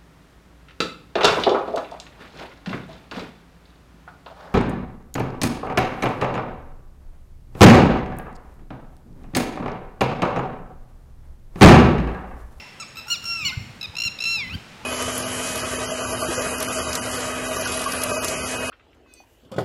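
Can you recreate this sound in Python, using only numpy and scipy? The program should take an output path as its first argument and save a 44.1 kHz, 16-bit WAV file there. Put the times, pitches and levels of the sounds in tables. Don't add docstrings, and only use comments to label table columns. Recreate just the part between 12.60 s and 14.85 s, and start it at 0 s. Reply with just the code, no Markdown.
import sys
import numpy as np
from scipy import signal
from scipy.fft import rfft, irfft
from scipy.io import wavfile
from scipy.ndimage import uniform_filter1d

SR = 44100
rng = np.random.default_rng(int(sys.argv[2]) if len(sys.argv) > 2 else 0)


def volts_from_db(level):
    exponent = np.asarray(level, float) / 20
    return 10 ** exponent


def file_out(sig):
    cols = np.atleast_2d(sig).T
    lim = np.clip(cols, -1, 1)
    pcm = np.round(lim * 32767).astype(np.int16)
    wavfile.write(sys.argv[1], SR, pcm)


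N = 99225
LEAD = SR // 3
TIME = (np.arange(N + LEAD) - LEAD) / SR

# (time [s], pitch [Hz], level [dB], brightness [dB per octave])
NEAR_CHIPS = [
    [(.502, 1387, -31.5, 4), (.512, 1433, -25.5, 1.5), (.524, 1450, -23, 0.5), (.538, 1388, -25, 2.5),
     (.55, 1228, -33, 7.5), (.561, 1125, -37.5, 6)],
    [(.849, 1416, -27, -1), (.866, 1483, -24.5, 1.5), (.88, 1437, -24.5, -1.5), (.892, 1313, -29.5, 2.5),
     (.904, 1184, -32, 3)],
]
NEAR_SOFT_CRY = [
    (1.24, 1264, -36.5, -1.5),
    (1.254, 1259, -37.5, -2.5),
    (1.259, 1215, -37, -1),
]
NEAR_TRILL_END = [
    (1.4497, 1375, -22.5, 0.0066),
    (1.455, 1391, -23, .01),
    (1.466, 1387, -23.5, 0.027),
    (1.48, 1346, -22.5, 0.014),
    (1.487, 1270, -29.5, 0),
]
NEAR_LONG_CRY = [
    (1.653, 1336, -22, -1),
    (1.698, 1360, -22, -2),
    (1.736, 1363, -22, -1.5),
    (1.762, 1325, -22.5, -1.5),
    (1.773, 1302, -28.5, -0.5),
    (1.807, 1178, -25, -6.5),
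    (1.84, 1028, -29, -24),
    (1.86, 996, -37, -6),
    (1.893, 1030, -34.5, -10),
]
NEAR_UPTURN = [
    (1.896, 1191, -41, -6),
    (1.899, 1217, -36, -10),
    (1.925, 1350, -36, -1.5),
    (1.948, 1582, -34.5, .1),
    (1.954, 1567, -37, 0),
    (1.96, 1390, -57, -10),
]
# (time [s], length [s], pitch [Hz], level [dB])
NEAR_STUTTER_PULSES = [(1.2113, 0.0094, 1309, -35.5), (1.2277, .011, 1320, -34),
                       (1.3527, 0.0037, 1300, -28.5), (1.3664, 0.01, 1354, -24.5),
                       (1.3833, 0.01, 1374, -22.5), (1.4003, 0.012, 1376, -22.5),
                       (1.4179, 0.011, 1389, -21), (1.4352, 0.012, 1390, -21),
                       (1.5877, 0.0058, 1272, -33.5), (1.6035, 0.013, 1332, -24.5),
                       (1.6205, 0.012, 1354, -23.5), (1.6374, 0.011, 1354, -21)]
NEAR_FULL_VOICE = [-25.5, -2.5, -7, -7.5, -15, -27, -32.5, -31.5, -33, -37, -31.5]
NEAR_CHIP_VOICE = [
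    [-25, 1, -2.5, -7, -10, -27, -32, -29, -36, -30, -25],
    [-20, -5, -6, -11, -17, -30, -36, -32, -33, -29, -26],
]
NEAR_SOFT_VOICE = [-16.5, 0.5, 4, 0, -8, -24, -28, -25, -22.5, -28, -26.5]
NEAR_UPTURN_VOICE = [
    [-8, .1, -4, -30, -40, -35, -39, -23, -37, -32, -46],
    [-14.5, 0.095, -13, -31, -34, -42, -42, -24, -34, -33, -40],
]


def near_lapwing():
    pulses = [pulse(*p) for p in NEAR_STUTTER_PULSES]
    soft = pulses[:2] + [NEAR_SOFT_CRY, pulses[8]]
    full = pulses[2:8] + pulses[9:] + [NEAR_TRILL_END, NEAR_LONG_CRY]
    parts = [
        (NEAR_CHIPS, NEAR_CHIP_VOICE),
        (soft, NEAR_SOFT_VOICE),
        (full, NEAR_FULL_VOICE),
        ([NEAR_UPTURN], NEAR_UPTURN_VOICE),
    ]
    return syrinx(parts, shimmer_db=.6, breath_db=-30)


# (time [s], pitch [Hz], level [dB], brightness [dB per octave])
FAR_CHIPS = [
    [(.199, 1336, -41.5, 0.5), (.212, 1339, -39.5, -0.3), (.22, 1291, -42.5, -4), (.229, 1206, -39.5, -4.5),
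     (.237, 1125, -44, -8)],
    [(.369, 1340, -38, -1), (.38, 1332, -40, 0.2), (.391, 1315, -41, 2), (.399, 1220, -42, -2)],
]
FAR_MID_CRY = [
    (.497, 1395, -39, 0),
    (.525, 1389, -40, -4),
    (.547, 1385, -43, 0),
]
FAR_LONG_CRY = [
    (.653, 1374, -35.5, 3.5),
    (.675, 1374, -36.5, 4),
    (.705, 1370, -32, 1),
    (0.736, 1367, -30.5, -3.5),
    (0.757, 1350, -33.5, -2.5),
    (0.79, 1321, -35, 0.5),
    (0.815, 1260, -31, -1),
    (0.851, 1140, -33.5, -1),
    (0.887, 1039, -35.5, 4),
    (0.914, 1060, -31.5, -10),
]
FAR_UPTURN = [
    (.919, 1300, -44, 0),
    (.924, 1450, -38, 0),
    (.933, 1495, -36.5, 0),
    (.942, 1500, -40, 0),
]
FAR_EARLIER_CRY = [
    (-.3, 1336, -34, 0),
    (-.15, 1367, -31.5, 0),
    (-.06, 1038, -39.5, 0),
    (-.01, 968, -38.5, 0.0049),
]
FAR_FULL_VOICE = [-7, 0.1, -15, -.6, -18, -24, -31, -26, -39, -38, -29, -40, -42]
FAR_SAGGED_VOICE = [-12.5, -0.3, -13.5, -16.5, -13, -16, -36, -46, -52, -31, -28, -35, -35]
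FAR_CHIP_VOICE = [-.6, 0, -4, 1, -3, -7, -17, -21, -27, -27, -38]
FAR_ROUGH_VOICE = [-4, 0, -3, -3, -13, -15, -30, -36, -28, -17, -18]
FAR_STUTTER_VOICE = [0, 0, -15, 2, -5, -10, -20, -28, -16, -19, -15]
FAR_UPTURN_VOICE = [0, -15, -18, -24, -28, -34, -34, -25, -34, -34, -38]
# (time [s], length [s], pitch [Hz], level [dB])
FAR_STUTTER_PULSES = [
    (0.356, 0.0071, 1263, -41.5),
    (0.4692, 0.0076, 1336, -46),
    (0.481, 0.015, 1392, -39),
    (0.628, 0.0066, 1360, -47),
    (0.6395, 0.0087, 1374, -39),
]


def far_lapwing():
    pulses = [pulse(*p) for p in FAR_STUTTER_PULSES]
    parts = [
        (FAR_CHIPS[:1], FAR_CHIP_VOICE),
        (FAR_CHIPS[1:] + pulses[:1], FAR_ROUGH_VOICE),
        (pulses[1:] + [FAR_MID_CRY], FAR_STUTTER_VOICE),
        ([FAR_LONG_CRY, FAR_EARLIER_CRY], [FAR_FULL_VOICE, FAR_SAGGED_VOICE]),
        ([FAR_UPTURN], FAR_UPTURN_VOICE),
    ]
    return syrinx(parts, shimmer_db=1.2, breath_db=-27) + far_hiss()


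def far_hiss():
    decay_s = .004
    gate = sum((TIME > s) * np.exp(-np.abs(TIME - s) / decay_s) for s, *_ in FAR_STUTTER_PULSES)
    high_pass = signal.butter(4, 11500, "high", fs=SR)
    return volts_from_db(-55) * gate * signal.lfilter(*high_pass, rng.standard_normal(len(TIME)))


ATTACK_S, RELEASE_S = .001, .003


def pulse(start, length, hz, db):
    scoop, scoop_s, rise_db, sag_db = .03, .003, 5, 4
    end = start + max(length - RELEASE_S / 2, scoop_s + ATTACK_S / 2)
    return [(start, hz * (1 - scoop), db - rise_db, 0),
            (start + scoop_s, hz, db, 0),
            (end, hz, db - sag_db, 0)]


# (frequency [Hz], width [Hz], level [dB])
THROAT_NOTCHES = [
    (6230, 350, -14),
    (8830, 200, -12),
]
WAVER = .002
RASP_DB, RASP_S = 13, .002
SAG_OCT = .17
SHORT_S, SLACK_DB = .1, -55
SPREAD_RAD = .11


def syrinx(parts, shimmer_db, breath_db):
    out = np.zeros(len(TIME))
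    waver = 1 + WAVER * walk(150)
    shimmer = []
    for k in range(1, 14):
        flicker = volts_from_db(shimmer_db * np.sqrt(k / 2) * walk(120))
        breath = volts_from_db(breath_db) * k * walk(1500)
        shimmer.append((flicker, breath))
    for cry, voice in ((cry, voice) for cries, voice in parts for cry in cries):
        s, hz, db, tilt = np.array(cry, float).T
        end = s[-1] + RELEASE_S
        on = (TIME > s[0]) & (TIME < end)
        t = TIME[on]
        edge = np.clip((t - s[0]) / ATTACK_S, 0, 1) * np.clip((end - t) / RELEASE_S, 0, 1)

        def bend(values):
            return uniform_filter1d(np.interp(t, s, values), len(t) // 12 + 1, mode="nearest")

        pitch = bend(hz) * waver[on]
        phase = 2 * np.pi * np.cumsum(pitch) / SR
        level_db, brightness = np.interp(t, s, db), bend(tilt)
        sag_oct = np.log2(pitch.max() / pitch) * (t > s[1])
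        sag = np.clip(sag_oct / SAG_OCT, 0, 1)
        is_short = s[-1] - s[0] < SHORT_S
        rasp = 1 + volts_from_db(RASP_DB) * np.exp(-(t - s[0]) / RASP_S)
        held, slack = np.broadcast_to(voice, (2, np.shape(voice)[-1]))
        for k, (held_db, slack_db, (flicker, breath)) in enumerate(zip(held, slack, shimmer), 1):
            voice_db = held_db + (slack_db - held_db) * sag
            notch_db = sum(depth * np.exp(-((k * pitch - at) / width) ** 2)
                           for at, width, depth in THROAT_NOTCHES)
            dim_db = SLACK_DB * sag_oct * np.log2(max(k / 4, 1)) * is_short
            tilt_db = brightness * np.log2(max(k / 2, 1))
            gain = volts_from_db(level_db + voice_db + notch_db + dim_db + tilt_db) * flicker[on]
            gain = gain * (1 + breath[on] * rasp)
            out[on] += np.sqrt(2) * edge * gain * np.cos(k * phase + SPREAD_RAD * k * k)
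    return out


# (delay [s], level [dB])
NEAR_ECHOES = [
    (0.041, -17.5),
    (.058, -33),
    (0.096, -30),
]
FAR_BIRD_ECHOES = [
    (.017, -8),
    (.026, -12.5),
    (.046, -16),
]


def garden(x, echoes, wet_db):
    t60_s, rise_s, top_hz, low_hz = .76, .015, 10900, 1930
    t = np.arange(SR) / SR
    clumps_db = 0.45 * rng.standard_normal(SR // 200 + 1).repeat(200)[:SR]
    tail = rng.standard_normal(SR) * volts_from_db(clumps_db)
    tail = signal.lfilter(*signal.butter(1, top_hz, fs=SR), tail)
    tail = tail * volts_from_db(-60 * t / t60_s) * (1 - np.exp(-t / rise_s))
    tail *= volts_from_db(wet_db) / np.sqrt(np.sum(tail ** 2))
    for lag, db in echoes:
        tail[int(lag * SR)] += volts_from_db(db)
    tail = signal.lfilter(*signal.butter(2, low_hz, "high", fs=SR), tail)
    return signal.fftconvolve(x, tail)[:len(x)]


# (offset [s], length [s], start pitch [Hz], end pitch
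# [Hz], level [dB])
HOOT_NOTES = [
    (0.001, 0.03, 828.5, 890, -47.5),
    (0.033, 0.036, 1042, 958, -50),
]


def hoots():
    first_s, every_s = .0328, .4365
    out = np.zeros(len(TIME))
    vary_db = rng.standard_normal((6, 2))
    for n in range(6):
        for (late, length, hz0, hz1, db), v in zip(HOOT_NOTES, vary_db[n]):
            middle = first_s + n * every_s + late
            u = np.clip((TIME - middle) / length + .5, 0, 1)
            phase = 2 * np.pi * np.cumsum(hz0 + (hz1 - hz0) * u) / SR
            out += volts_from_db(db + v) * np.sqrt(2) * np.sin(np.pi * u) * np.sin(phase)
    return out


# (time [s], level [dB])
GUST_LEVEL = [(0.0, -59), (0.81, -47), (0.85, -38.5), (0.95, -45.5), (0.98, -39), (1.04, -42), (1.24, -52),
              (1.3, -48), (1.33, -63), (1.45, -43), (1.58, -60), (1.92, -37.5), (1.95, -32.5),
              (2.05, -60.5), (2.22, -55.5), (2.25, -41.5)]
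# (frequency [Hz], level [dB])
WIND_COLOUR = [(20, -36), (40, -15), (62, -3), (112, -3.5), (200, -7), (390, -25.5), (650, -48.5)]
# (time [s], peak level [dB], frequency [Hz])
WIND_THUMPS = [
    (0.978, -17.5, 102),
    (1.011, -29, 129),
    (1.299, -33.5, 89),
    (1.462, -29.5, 111),
    (1.933, -34.5, 172),
    (1.957, -31.5, 128),
]


def wind():
    t = TIME[LEAD:]
    gust_db = np.interp(t, *np.array(GUST_LEVEL).T) + 1.24 * walk(30.8)[LEAD:]
    out = coloured(WIND_COLOUR) * volts_from_db(gust_db)
    for s, db, hz in WIND_THUMPS:
        cycles = (t - s) * hz
        out -= volts_from_db(db) * np.cos(2 * np.pi * cycles) * np.exp(-(cycles / .58) ** 2)
    return out


# (frequency [Hz], level [dB per Hz])
AIR_COLOUR = [(40, -7.5), (200, 2), (350, -5.5), (1000, -6), (2500, -6.5), (5500, -17.5), (8000, -22.5),
              (16000, -38)]


def air():
    return volts_from_db(-46 + 0.9 * walk(3.8)[LEAD:]) * coloured(AIR_COLOUR)


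def walk(rate):
    k = int(SR / rate)
    steps = np.repeat(rng.standard_normal(len(TIME) // k + 1), k)
    return 1.22 * uniform_filter1d(uniform_filter1d(steps, k), k)[:len(TIME)]


def coloured(shape):
    hz, db = np.array(shape).T
    f = np.log(np.arange(N // 2 + 1) * SR / N + 1)
    spectrum = rfft(rng.standard_normal(N)) * volts_from_db(np.interp(f, np.log(hz), db))
    x = irfft(spectrum, N)
    return x / np.std(x)


def scene():
    near = near_lapwing()
    far = far_lapwing() + hoots()
    birds = near + far
    birds = birds + garden(near, NEAR_ECHOES, wet_db=-15.5)
    birds = birds + garden(far, FAR_BIRD_ECHOES, wet_db=-8)
    return (birds[LEAD:] + wind() + air())[None]


def band_limit(x):
    return signal.sosfilt(signal.butter(12, 16950, fs=SR, output="sos"), x)


def record(dry):
    low_pass = signal.ellip(10, .3, 70, 16000, fs=SR, output="sos")
    mix = signal.sosfilt(low_pass, dry)
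    return band_limit(mix)


dry = scene()
out = record(dry)
file_out(out)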